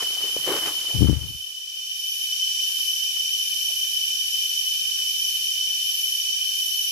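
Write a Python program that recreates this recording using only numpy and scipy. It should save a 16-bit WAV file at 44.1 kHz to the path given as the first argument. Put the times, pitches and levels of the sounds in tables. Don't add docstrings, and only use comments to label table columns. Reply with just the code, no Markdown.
import sys
import numpy as np
from scipy import signal
from scipy.fft import rfft, irfft, next_fast_len
from scipy.io import wavfile
from scipy.ndimage import uniform_filter1d

SR = 44100
rng = np.random.default_rng(int(sys.argv[2]) if len(sys.argv) > 2 else 0)


def dump(signal):
    limited = np.clip(np.atleast_2d(signal).T, -1, 1)
    pcm = np.round(limited * 32767).astype(np.int16)
    wavfile.write(sys.argv[1], SR, pcm)


N = 304731
TIME = np.arange(N) / SR

# (frequency [Hz], relative density [dB per Hz])
AIR_SPECTRUM = [(25, -13), (60, -3.5), (120, 2), (210, -6), (350, 0.5), (520, -10.5), (900, -14),
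                (1600, -20.5), (3000, -29.5)]
# (crest time [s], width [s], level before the chorus swing [dB])
AIR_SWELLS = [(2.88, 0.18, -62), (3.7, 0.95, -65.5), (4.97, 0.23, -63.5), (5.35, 0.87, -67.5)]
# (frequency [Hz], relative density [dB per Hz])
LEAF_SPECTRUM = [(50, -14), (130, -7.5), (210, -13), (320, 2), (550, -1.5), (800, -3.5), (1300, -3.5),
                 (2200, -5), (5000, -9), (11000, -14), (15000, -23.5)]
# (time [s], length [s], level [dB])
BRUSHES = [(0.0, .025, -37), (0.17, 0.12, -48), (0.441, 0.14, -34), (0.603, 0.089, -33)]
# (time [s], level [dB], pitch [Hz], T60 decay [s])
TREADS = [(0.003, -37.5, 1030, 0.11), (0.168, -40, 800, 0.06), (0.238, -39, 377, 0.15),
          (0.364, -25, 422, 0.036), (0.385, -43, 160, 0.13), (0.474, -28.5, 374, .15),
          (0.487, -22.5, 383, 0.18), (0.5, -30.5, 890, 0.41), (0.534, -26, 506, 0.23),
          (0.679, -34, 910, 0.12), (0.898, -47, 544, 0.95), (1.071, -41.5, 994, 0.12),
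          (2.697, -58, 1010, 0.23), (2.788, -53, 1160, 0.095), (3.167, -49, 1400, 0.096),
          (3.69, -52.5, 564, 0.19), (4.89, -53, 1420, 0.068), (4.983, -48, 1500, 0.13),
          (5.72, -59, 650, .08)]
# (time [s], relative force [dB], lowpass cut, lower is softer [Hz])
KNOCKS = [(0.949, -16.5, 251), (1.008, -7, 350), (1.019, 1, 303), (1.029, -2.5, 600), (1.044, -5, 456),
          (1.056, -8, 407.4), (1.086, -2, 230), (1.096, -1.5, 560), (1.109, -8.5, 307), (1.129, -10.5, 450),
          (1.201, -29, 150), (1.238, -30, 300), (1.303, -30, 300), (1.346, -27.5, 148)]
# (frequency [Hz], relative level [dB], T60 decay [s])
CASE_MODES = [(74, -14, 0.28), (134, -6.5, 0.04), (173, -4.5, 0.033), (273, -3.5, 0.036)]
# (frequency [Hz], relative density [dB per Hz])
RUB_SPECTRUM = [(20, -28.5), (45, -9.5), (85, 4.5), (130, -0.5), (220, -17), (450, -24.5), (800, -43),
                (2000, -75.5)]
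# (frequency [Hz], relative density [dB per Hz])
SIZZLE_LEFT_SPECTRUM = [(7000, -35.5), (8500, -12), (9600, -6), (11300, 2), (12700, -6), (15000, -16)]
SIZZLE_RIGHT_SPECTRUM = [(8000, -30.5), (9800, -11.5), (10800, -4.5), (11700, 2), (13000, 0), (15000, -22)]
# (crest time [s], width [s], level before the chorus swing [dB])
SIZZLE_SWELLS = [(0.1, .3, -41.5), (0.57, 0.34, -36.5), (1.0, .2, -40), (1.35, 0.26, -39.5),
                 (2.13, 0.28, -35), (2.84, 0.33, -35), (3.64, 0.64, -35.5), (4.501, 0.55, -36.5),
                 (5.28, 0.46, -35.5), (6.02, 0.34, -33.5), (6.73, 0.38, -33)]
# (frequency [Hz], relative density [dB per Hz])
FAR_INSECT_SPECTRUM = [(1000, -35), (1280, -26.5), (1500, -15.5), (1850, -13), (2080, -18.5), (2380, -4.5),
                       (2900, 1), (3900, -2), (6500, -2.5), (8000, -6.5), (11000, -6), (15000, -12.5)]
# (frequency [Hz], width before scaling [Hz], relative level [dB], left over right [dB])
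CICADA_BANDS = [(2427, 88, -18, 2.5), (3618, 130, -18, 4.5), (4240, 100, -18.5, 0.5),
                (5384, 1810, -6.5, -7)]
# (frequency [Hz], width before scaling [Hz], relative level [dB])
NEAR_CICADA_LINES = [(5160, 12, -19), (5224, 8, -17), (5372, 12, -20), (5445, 30, -17), (5513, 9, -17),
                     (5598, 14, -18), (5680, 50, -12), (5762, 58, -4), (5830, 50, -9.5), (6093, 9, -21),
                     (6320, 10, -23)]
# (time [s], level change [dB])
CHORUS_LEVEL = [(0, -1.5), (0.62, -2), (0.98, -2.5), (1.17, -9.5), (1.65, -9.5), (2.0, -5), (2.45, -0.24),
                (3.25, -1), (4.0, -0.4), (5.3, -0.36), (6.91, -0.63)]

AIR_DB, SIZZLE_BED_DB = -69, -42.5
WHISTLE_DB, CICADA_DB, NEAR_CICADA_DB = -25, -34, -32.5
WHISTLE_FOLLOWS, SIZZLE_FOLLOWS, AIR_FOLLOWS = 1, 0.85, 0.67

SHIFT_START_S, SHIFT_END_S = 1.0, 1.9
NEAR_CICADA_BACK_DB = -8
SIZZLE_BEFORE_SIDE_DB, SIZZLE_AFTER_SIDE_DB = 8.5, 1.5

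WHISTLE_HZ, WHISTLE_SPREAD_HZ, WHISTLE_WAVER_HZ = 3038, 28, 19

BRUSH_ATTACK_S, BRUSH_T60_S = 0.029, 0.18
STIR_DB, STIR_LENGTH_S, STIR_T60_S = -46, 1.16, 0.66
SETTLE_DB, SETTLE_LENGTH_S = -67, 1.84

RUB_START_S, RUB_ATTACK_S, RUB_LENGTH_S, RUB_T60_S = 0.93, 0.025, 0.19, 0.56
RUB_DB = -20.5
LET_GO_S, LET_GO_T60_S = 1.4, 0.091


def from_db(db):
    return 10 ** (np.asarray(db) / 20)


def rms_one(x):
    return x / np.sqrt(np.mean(x ** 2) + 1e-20)


def pan(side_db):
    return rms_one(from_db(np.array([[side_db], [-side_db]]) / 2))


def drift(rate):
    knots = rng.standard_normal(int(rate * N / SR) + 2)
    return rms_one(np.interp(TIME * rate, np.arange(len(knots)), knots))


def stereo_noise(alike):
    common = rng.standard_normal(N)
    separate = rng.standard_normal((2, N))
    return np.sqrt(alike) * common + np.sqrt(1 - alike) * separate


def colour(x, spectrum):
    size = next_fast_len(N)
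    hz, db = np.transpose(spectrum)
    bins = np.maximum(np.arange(size // 2 + 1) * SR / size, 1)
    gain = from_db(np.interp(np.log(bins), np.log(hz), db))
    ends = np.minimum(1, np.minimum(bins / hz[0], hz[-1] / bins)) ** 2
    return rms_one(irfft(rfft(x, size) * gain * ends, size)[..., :N])


def resonate(x, hz, width):
    r = np.exp(-np.pi * width / SR)
    top = np.array([1, 0, -1]) * (1 - r * r) / 2
    poles = [1, -2 * r * np.cos(2 * np.pi * hz / SR), r * r]
    return signal.lfilter(top, poles, signal.lfilter(top, poles, x))


def ring(x, hz, t60):
    r = np.exp(-np.log(1000) / (t60 * SR))
    w = 2 * np.pi * hz / SR
    return signal.lfilter([0, np.sin(w)], [1, -2 * r * np.cos(w), r * r], x + 1e-18)


def stroke(start, attack, length, t60):
    age = TIME - start
    decay = np.exp(-np.log(1000) * np.clip((age - length) / t60, 0, 10))
    return np.clip(age / attack, 0, 1) * decay


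def swell(crest, width, db):
    return from_db(db) ** 2 * 0.5 ** np.minimum((2 * (TIME - crest) / width) ** 2, 40)


def air():
    power = from_db(AIR_DB) ** 2 + sum(swell(*row) for row in AIR_SWELLS)
    return np.sqrt(power) * colour(stereo_noise(0.7), AIR_SPECTRUM) * pan(1.5)


def leaf_brushes(grain_db=3):
    motion = from_db(STIR_DB) * stroke(-BRUSH_ATTACK_S, BRUSH_ATTACK_S, STIR_LENGTH_S, STIR_T60_S)
    motion += from_db(SETTLE_DB) * stroke(0, BRUSH_ATTACK_S, SETTLE_LENGTH_S, STIR_T60_S)
    for start, length, db in BRUSHES:
        brush = from_db(db) * stroke(start, BRUSH_ATTACK_S, length, BRUSH_T60_S)
        motion = np.hypot(motion, brush)
    crackle = stereo_noise(0.6) * from_db(grain_db * drift(500))
    return colour(crackle, LEAF_SPECTRUM) * motion * pan(4.6)


def treads(grain_db=2):
    out = np.zeros((2, N))
    push = stereo_noise(1.0) * from_db(grain_db * drift(300))
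    for start, db, hz, t60 in TREADS:
        crunch = rms_one(resonate(push, hz, 0.75 * hz))
        out += from_db(db) * stroke(start, 0.0018, 0, t60) * crunch * pan(2.5)
    return out


def case_knocks():
    force = np.zeros(N)
    for start, db, cut_hz in KNOCKS:
        click = np.full(N, 1e-18)
        click[round(start * SR)] = from_db(db)
        force += signal.sosfilt(signal.butter(2, cut_hz, fs=SR, output="sos"), click)
    return sum(from_db(db) * ring(force, hz, t60) for hz, db, t60 in CASE_MODES)


def skin_rub():
    pressure = stroke(RUB_START_S, RUB_ATTACK_S, RUB_LENGTH_S, RUB_T60_S)
    touching = from_db(-60 * np.clip((TIME - LET_GO_S) / LET_GO_T60_S, 0, 2))
    friction = colour(rng.standard_normal((2, N)), RUB_SPECTRUM)
    return from_db(RUB_DB) * pressure * touching * friction


def hand_bump():
    thump = case_knocks() * from_db([[0], [-42]]) + skin_rub() * from_db([[0], [-23]])
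    return signal.sosfilt(signal.butter(4, 50, "high", fs=SR, output="sos"), thump)


def sizzle(shifted):
    left, right = stereo_noise(0.013)
    rasp = np.array([colour(left, SIZZLE_LEFT_SPECTRUM), colour(right, SIZZLE_RIGHT_SPECTRUM)])
    power = from_db(SIZZLE_BED_DB) ** 2 + sum(swell(*row) for row in SIZZLE_SWELLS)
    side_db = SIZZLE_BEFORE_SIDE_DB * (1 - shifted) + SIZZLE_AFTER_SIDE_DB * shifted
    return np.sqrt(power) * rasp * from_db(np.array([side_db, -side_db]) / 2)


def cicadas(flutter_db=1.02):
    out = from_db(-0.5) * colour(stereo_noise(0.03), FAR_INSECT_SPECTRUM)
    for hz, width, db, side_db in CICADA_BANDS:
        song = rms_one(resonate(stereo_noise(0.02), hz, 1.1 * width))
        out += song * from_db(db + 4.5 + flutter_db * drift(90)) * pan(side_db)
    return out


def near_cicada(shifted, flutter_db=0.5):
    song = np.zeros((2, N))
    for hz, width, db in NEAR_CICADA_LINES:
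        song += from_db(db) * rms_one(resonate(stereo_noise(0.025), hz, 1.7 * width))
    level_db = NEAR_CICADA_DB + NEAR_CICADA_BACK_DB * (1 - shifted) + flutter_db * drift(90)
    return song * from_db(level_db) * pan(-6)


def whistlers(count=12):
    ears = np.zeros((2, N))
    for ear in ears:
        for offset in rms_one(np.linspace(-1, 1, count)):
            hz = WHISTLE_HZ + WHISTLE_SPREAD_HZ * offset + WHISTLE_WAVER_HZ * drift(40)
            ear += np.sin(2 * np.pi * (np.cumsum(hz) / SR + rng.random()))
    loudness = np.sqrt(uniform_filter1d(ears ** 2, size=SR // 4))
    return rms_one(ears / np.sqrt(loudness)) * pan(0.7)


def scene():
    chorus_db = np.interp(TIME, *np.transpose(CHORUS_LEVEL))
    shifted = np.interp(TIME, [SHIFT_START_S, SHIFT_END_S], [0, 1])
    background = from_db(AIR_FOLLOWS * chorus_db) * air()
    walker = leaf_brushes() + treads() + hand_bump()
    insects = from_db(SIZZLE_FOLLOWS * chorus_db) * sizzle(shifted)
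    insects += from_db(chorus_db) * (from_db(CICADA_DB) * cicadas() + near_cicada(shifted))
    insects += from_db(WHISTLE_DB + WHISTLE_FOLLOWS * chorus_db) * whistlers()
    return background + walker + insects


def record(dry):
    rounded = dry / (1 + (dry / 0.9) ** 4) ** 0.25
    return signal.sosfilt(signal.ellip(12, 0.1, 80, 15300, fs=SR, output="sos"), rounded)


dry = scene()
out = record(dry)
dump(out)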